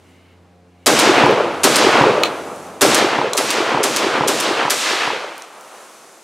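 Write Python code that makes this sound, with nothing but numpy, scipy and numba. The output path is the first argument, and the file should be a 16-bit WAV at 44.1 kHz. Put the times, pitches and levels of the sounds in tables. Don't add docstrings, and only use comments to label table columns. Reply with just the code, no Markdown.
import sys
import numpy as np
from scipy import signal
from scipy.fft import rfft, irfft, next_fast_len
from scipy.io import wavfile
from scipy.ndimage import uniform_filter1d
from numba import njit

SR = 44100
rng = np.random.default_rng(int(sys.argv[2]) if len(sys.argv) > 2 else 0)


def unload_audio(sound):
    columns = np.transpose(np.atleast_2d(sound))
    steps = np.round(np.clip(columns, -1, 1) * 32767)
    wavfile.write(sys.argv[1], SR, steps.astype(np.int16))


def ratio(d):
    e = np.asarray(d, float) / 20
    return 10 ** e


N = 274743
TIME = np.arange(N) / SR

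# start in seconds, how far the gain sags just after it in dB.
SHOTS = [
    (.86, -1),
    (1.6335, -3.5),
    (2.8098, -0.5),
    (3.3691, -2),
    (3.831, -2),
    (4.275, -1.5),
    (4.6981, -2),
]
# pitch in Hz, leak in dB, blast above the echoes in dB, settling in seconds.
MUZZLE = [(150, -42, 9, 0.0017), (600, -33, 7, 0.0017), (2500, -26, 2.5, 0.0092),
          (9000, -21.5, 14.5, 0.015), (15000, -23, 21, 0.025)]
# pitch in Hz, hold level in dB, hold in seconds, fade in dB per second, step at the last trunks in dB.
FOREST = [(150, -25.5, 0.31, 30, -5), (610, -18.5, 0.43, 42, -4), (2590, -20.5, .32, 45.5, -2),
          (9000, -29, 0.069, 58.5, 0.5)]
# pitch in Hz, level in dB.
FOREST_COLOUR = [(40, -24), (90, -10.5), (330, 3.5), (800, -1), (1250, 1), (1700, -2), (4000, 1), (8500, 4)]
# pitch in Hz, level in dB.
MIC_TOP = [(8500, 0), (12000, -8.5), (15500, -28)]
# time after the shot in seconds, half width in seconds, pitch in Hz, change in dB.
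CLEARINGS = [(0.13, 0.043, 560, -5), (0.075, 0.034, 2100, -4), (0.303, 0.04, 120, -9),
             (0.27, 0.043, 2300, -4.5), (0.17, 0.054, 56, -10), (0.392, 0.029, 720, -4.5),
             (0.27, 0.088, 1740, 1.5)]
# time in seconds, peak in dB, pitch in Hz.
BANKS = [(.879, -4.5, 390), (.894, -5, 510), (.902, -0.5, 704), (1.066, -4.5, 494), (1.076, 2, 407),
         (1.091, -10, 410), (1.099, 3, 382), (1.122, -15, 350), (1.185, -23, 520), (1.196, -22, 800),
         (1.208, -7.5, 700), (1.2155, -7, 306), (1.2385, 1, 930), (1.2665, 3, 930), (1.284, -6.5, 360),
         (1.2925, -13, 440), (1.2975, -0.5, 470), (1.309, -3, 480), (1.3185, -16, 480), (1.326, -3.5, 414),
         (1.381, -8, 440), (1.401, -7, 1050), (1.4075, -1, 507), (1.447, -11, 503)]
# time in seconds, peak in dB, pitch in Hz.
BOOMS = [(1.065, -26, 150), (1.17, -19, 134), (1.241, -10.5, 250), (1.243, -5.5, 139), (1.247, -15, 90),
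         (1.285, -18, 130), (1.34, -18, 129)]
# time after the shot in seconds, level in dB.
HILL = [(.5, -29), (.8, -43), (.88, -29.5), (.93, -38), (1.1, -41), (1.2, -54), (1.35, -49), (1.55, -78)]
# pitch in Hz, level in dB per Hz.
HILL_COLOUR = [(80, -17), (130, 4), (300, -9), (500, 9), (1350, 0.5), (1650, -23.5), (2500, -27),
               (5000, -71)]
# start in seconds, peak in dB.
BOLT = [
    (0.9908, 0.5),
    (1.758, 1),
    (2.9454, 2.5),
    (3.5039, 2),
    (3.9624, 5),
    (4.4006, 0.5),
    (2.979, -9),
]
# pitch in Hz, level in dB, time to fall 60 dB in seconds.
BOLT_MODES = [(5900, -8, .01), (8750, -19, .12), (10100, -12, .02), (14600, -14, .01)]
# start in seconds, peak in dB, crack in dB, brightness in dB per octave.
SHELLS = [
    (2.235, 7, -7, 0.5),
    (3.3336, 2.5, 12, 10),
]
# pitch in Hz, level in dB, time to fall 60 dB in seconds.
SHELL_MODES = [(1220, -4, 0.11), (2280, 1, 0.02), (2530, 2, 0.02), (2950, 0, 0.021), (3320, -4, .02),
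               (3670, -6, 0.014), (4050, 2.5, 0.022), (4230, -2, 0.029), (5300, -12, .012),
               (6060, -7, .018), (6860, -8, .018)]
# start in seconds, peak in dB, pitch in Hz.
TICKS = [
    (1.26, -21, 6000),
    (1.3103, -20, 6030),
    (2.5614, -28, 8260),
    (2.6686, -29, 9000),
    (3.7632, -30, 5900),
    (5.38, -15.5, 6400),
    (5.4217, -15, 4130),
    (5.61, -24, 7300),
]
# time in seconds, level in dB.
SLING = [(0, -71), (.1, -61), (.22, -62), (.33, -61), (.4, -79), (.6, -80), (.72, -69), (.85, -58),
         (.9, -90)]
# pitch in Hz, level in dB per Hz.
SLING_COLOUR = [(1200, -16), (1900, -4), (2150, 7), (2500, -4), (2900, 3), (3400, -10), (4100, -7),
                (5500, -26)]
# time in seconds, level in dB.
LEAVES = [(0, -72), (.1, -68), (.45, -90), (1.4, -42), (2.3, -35.5), (2.8, -50), (5.4, -37), (5.7, -45.5),
          (6.23, -48)]
# pitch in Hz, level in dB per Hz.
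LEAF_COLOUR = [(2060, -44), (3500, -2), (5310, -2), (5980, 1.5), (9020, -1.5), (10500, -3), (15500, -19)]
# time in seconds, level in dB, lift of the overtones in dB.
PLANE = [(0, -50, -18), (.1, -49, -6), (.3, -45.5, -12), (.5, -44.5, -5), (.85, -42, -2.5),
         (1.6, -29.5, -9.5), (2.8, -48.5, 9), (4, -70, 6)]
# multiple of the blade rate, level in dB.
BLADES = [(1, 1.5), (2, -3), (3, -7), (4, -17), (5, -11), (6, -15), (7, -28), (8, -21), (9, -24)]
# pitch in Hz, level in dB per Hz.
AIR_COLOUR = [(65, -30), (110, -4), (177, -1), (310, -4.5), (500, -8), (1590, -18), (9630, -36),
              (15500, -49)]
# time in seconds, gain in dB, wind guard in octaves above 100 Hz.
RECORDER = [(0, 4, 1.1), (.86, -1.5, 1.1), (1.6, 0.5, 1), (2.2, 0, 1.2), (2.9, -1.5, 0.96),
            (3.149, -7, 1.9), (3.4, -6, 2.28), (4.201, -6.5, 1.34), (4.55, -6, 2.2), (4.75, -3.5, 3.81),
            (4.95, -0.5, 4.29), (5.2, -1.5, 4.44), (5.5, -5, 3.94), (5.8, 0, 3.77), (6.23, -2.5, 2.7)]

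LEAK_S = 0.0067
EDGE_S, EDGE_SOFT_S = 0.48, 0.004
KNEE_S, LATE_DB_PER_S = 0.92, 13.5
CLEARING_OCT = 1.46
DUCK_DB, RECOVER_S, SAG_S = 27, 1, 0.1
REBOUND_S, REBOUND_DB = 0.0068, -1
BLADE_HZ = 88.7
CRACK = signal.butter(2, [3000, 9500], "band", fs=SR, output="sos")


def on_log(hz, table):
    f, v = np.transpose(table)
    return np.interp(np.log(hz + 1e-9), np.log(f), v)


def add(out, s, sound):
    i = int(s * SR)
    out[..., i:i + sound.shape[-1]] += sound[..., :out.shape[-1] - i]


def recovered_db(since):
    return -DUCK_DB * np.clip(1 - since / RECOVER_S, 0, 1) * (since >= 0)


def blasts():
    size = next_fast_len(int(1.6 * SR))
    t, hz = TIME[:size], np.fft.rfftfreq(size, 1 / SR) + 1e-9
    same = np.clip(on_log(hz, [(200, .95), (1000, .75), (3000, .2)]), 0, 1)
    side_db = on_log(hz, [(150, -21), (350, -29), (1000, -21), (4000, -17), (8000, -18), (12000, -14)])
    side_gain = ratio(side_db + 1.5)
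    bands = []
    for centre in 40 * 2 ** np.arange(0, 9, .5):
        level_db = forest_db(t, centre) + on_log(centre, FOREST_COLOUR) + on_log(centre, MIC_TOP)
        gain = ratio(level_db) * np.sqrt(SR / 2 / (0.21 * centre))
        bands.append((centre, gain))
    fixed = trunks(size, 5000, 1.)
    strong = banks(size)
    out = np.zeros((2, N))
    for k, (s, _) in enumerate(SHOTS):
        wave = same * fixed + np.sqrt(1 - same ** 2) * trunks(size, SR, 1.5)
        wave[1] *= side_gain
        answer = strong + hillside(wave, t, hz)
        for centre, gain in bands:
            band = np.clip(1 - abs(2 * np.log2(hz / centre)), 0, 1)
            answer = answer + gain * irfft(wave * band, size)
        mid, side = answer
        duck_db = sum(recovered_db(t + s - later) for later, _ in SHOTS[k + 1:])
        add(out, s, np.array([mid + side, mid - side]) * ratio(duck_db))
    return out


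def forest_db(t, hz):
    def at(table):
        columns = np.array(table)
        return [on_log(hz, columns[:, [0, k]]) for k in range(1, columns.shape[1])]

    hold_db, hold_s, fade, edge_db = at(FOREST)
    leak_db, blast_db, settle_s = at(MUZZLE)
    db = hold_db - fade * (np.clip(t, hold_s, KNEE_S) - hold_s)
    db = db - LATE_DB_PER_S * np.maximum(t - KNEE_S, 0)
    db = db + edge_db * (1 + np.tanh((t - EDGE_S) / EDGE_SOFT_S)) / 2
    db = db + blast_db * np.exp(-np.abs(t - LEAK_S) / settle_s)
    for s, half_s, gap_hz, gap_db in CLEARINGS:
        octaves = np.log2(hz / gap_hz)
        db = db + gap_db * np.exp(-((t - s) / half_s) ** 2 - (octaves / CLEARING_OCT) ** 2)
    return np.where(t < LEAK_S, leak_db, db)


def trunks(size, per_s, lumpy_db):
    x = rng.standard_normal((2, size)) * ratio(lumpy_db * rng.exponential(size=(2, size)))
    x = x * (rng.random((2, size)) < per_s / SR)
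    return rfft(x / x.std())


def pulse(hz, cycles):
    t = np.arange(-2 * cycles, 2 * cycles, hz / SR)
    return np.exp(-2 * (2 * t / cycles) ** 2) * np.cos(2 * np.pi * t + 1.0)


def banks(size):
    out = np.zeros((2, size))
    for rows in (BANKS, BOOMS):
        for s, peak_db, hz in rows:
            p = ratio(peak_db) * pulse(hz, 3.)
            off_centre = .07 * rng.standard_normal()
            add(out, s - SHOTS[0][0] - len(p) / SR / 2, np.outer([1, off_centre], p))
    return out


def hillside(wave, t, hz):
    far = irfft(wave * ratio(on_log(hz, HILL_COLOUR)), len(t))
    return far / far[0].std() * ratio(np.interp(t, *np.transpose(HILL), left=-99))


def ring(modes, crack_db, crack_s):
    t = TIME[:SR // 4]
    y = ratio(crack_db) * signal.sosfilt(CRACK, rng.standard_normal(len(t))) * np.exp(-t / crack_s)
    for hz, db, t60 in modes:
        size, phase = rng.standard_normal(2)
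        y = y + ratio(db + 1.5 * size - 60 * t / t60) * np.sin(2 * np.pi * hz * t + phase)
    return y / np.abs(y).max()


def bolt(out):
    for s, db in BOLT:
        for late_s, late_db in ((0, 0), (REBOUND_S, REBOUND_DB)):
            add(out, s + late_s, ratio(db + late_db) * ring(BOLT_MODES, 8., .003))


def shells(out):
    for s, db, crack_db, tilt_db in SHELLS:
        modes = []
        for hz, mode_db, t60 in SHELL_MODES:
            modes.append((hz, mode_db + tilt_db * np.log2(hz / SHELL_MODES[3][0]), t60))
        add(out, s, ratio(db) * ring(modes, crack_db, .003))


def sling_ticks(out):
    for s, db, hz in TICKS:
        modes = [(hz, 0, .006), (1.45 * hz, -2, .005), (2.1 * hz, -2, .005)]
        add(out, s, ratio(db) * ring(modes, 4., .0012))


def metal():
    out = np.zeros(N)
    bolt(out)
    shells(out)
    sling_ticks(out)
    t = TIME[:SR // 5]
    mid, side = rng.standard_normal((2, len(t))) * ratio(-37.0 - 60 * np.abs(t - .02) / 0.1)
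    smear = mid + 0.34 * side * np.array([[1], [-1]])
    return out + signal.fftconvolve(out[None], smear, axes=1)[:, :N]


def coloured(table, side_db):
    gain = ratio(on_log(np.fft.rfftfreq(N, 1 / SR), table))
    mid, side = irfft(rfft(rng.standard_normal((2, N))) * gain, N)
    return (mid + ratio(side_db) * side * np.array([[1], [-1]])) / mid.std()


def sling():
    return coloured(SLING_COLOUR, -18.0) * ratio(np.interp(TIME, *np.transpose(SLING), right=-99))


def leaves():
    return coloured(LEAF_COLOUR, -11.0) * ratio(np.interp(TIME, *np.transpose(LEAVES)))


def plane():
    s, db, lift_db = np.transpose(PLANE)
    out = 0
    for k, (_, line_db) in enumerate(BLADES, 1):
        waver = uniform_filter1d(np.repeat(rng.standard_normal(N // 4000 + 1), 4000), 4000)[:N]
        lift = np.interp(TIME, s, lift_db) * (k > 1)
        level_db = line_db - BLADES[0][1] + lift + 1.7 * waver * np.sqrt(k)
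        out = out + ratio(level_db) * np.sin(2 * np.pi * k * BLADE_HZ * TIME + k ** 2)
    return np.sqrt(2) * out * ratio(np.interp(TIME, s, db))


def air():
    return coloured(AIR_COLOUR, -12.0) * ratio(-56.5 + 3.0)


def scene():
    calm = sling() + leaves() + plane() + air()
    duck_db = sum(recovered_db(TIME - s) for s, _ in SHOTS)
    return blasts() + metal() + calm * ratio(duck_db)


@njit
def low_cut(x, hz):
    y, low = np.empty(len(x)), 0.
    for i in range(len(x)):
        low += (1 - np.exp(-2 * np.pi * hz[i] / SR)) * (x[i] - low)
        y[i] = x[i] - low
    return y


def low_pass(x):
    return signal.sosfilt(signal.butter(12, 15850, fs=SR, output="sos"), x)


def record(dry):
    s, gain_db, guard = np.transpose(RECORDER)
    sag_db = 0
    for shot, db in SHOTS:
        since = np.maximum(TIME - shot, 0) / SAG_S
        sag_db = sag_db + db * since * np.exp(1 - since)
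    corner_hz = 100 * 2 ** np.interp(TIME, s, guard)
    x = np.array([low_cut(c, corner_hz) for c in dry])
    x = x * ratio(np.interp(TIME, s, gain_db) + sag_db)
    x = x / (1 + np.abs(x / .97) ** 4) ** .25
    x = signal.sosfilt(signal.butter(1, 60, "high", fs=SR, output="sos"), x)
    x = signal.sosfilt(signal.ellip(10, .2, 60, 15800, fs=SR, output="sos"), x)
    return low_pass(x)


dry = scene()
out = record(dry)
unload_audio(out)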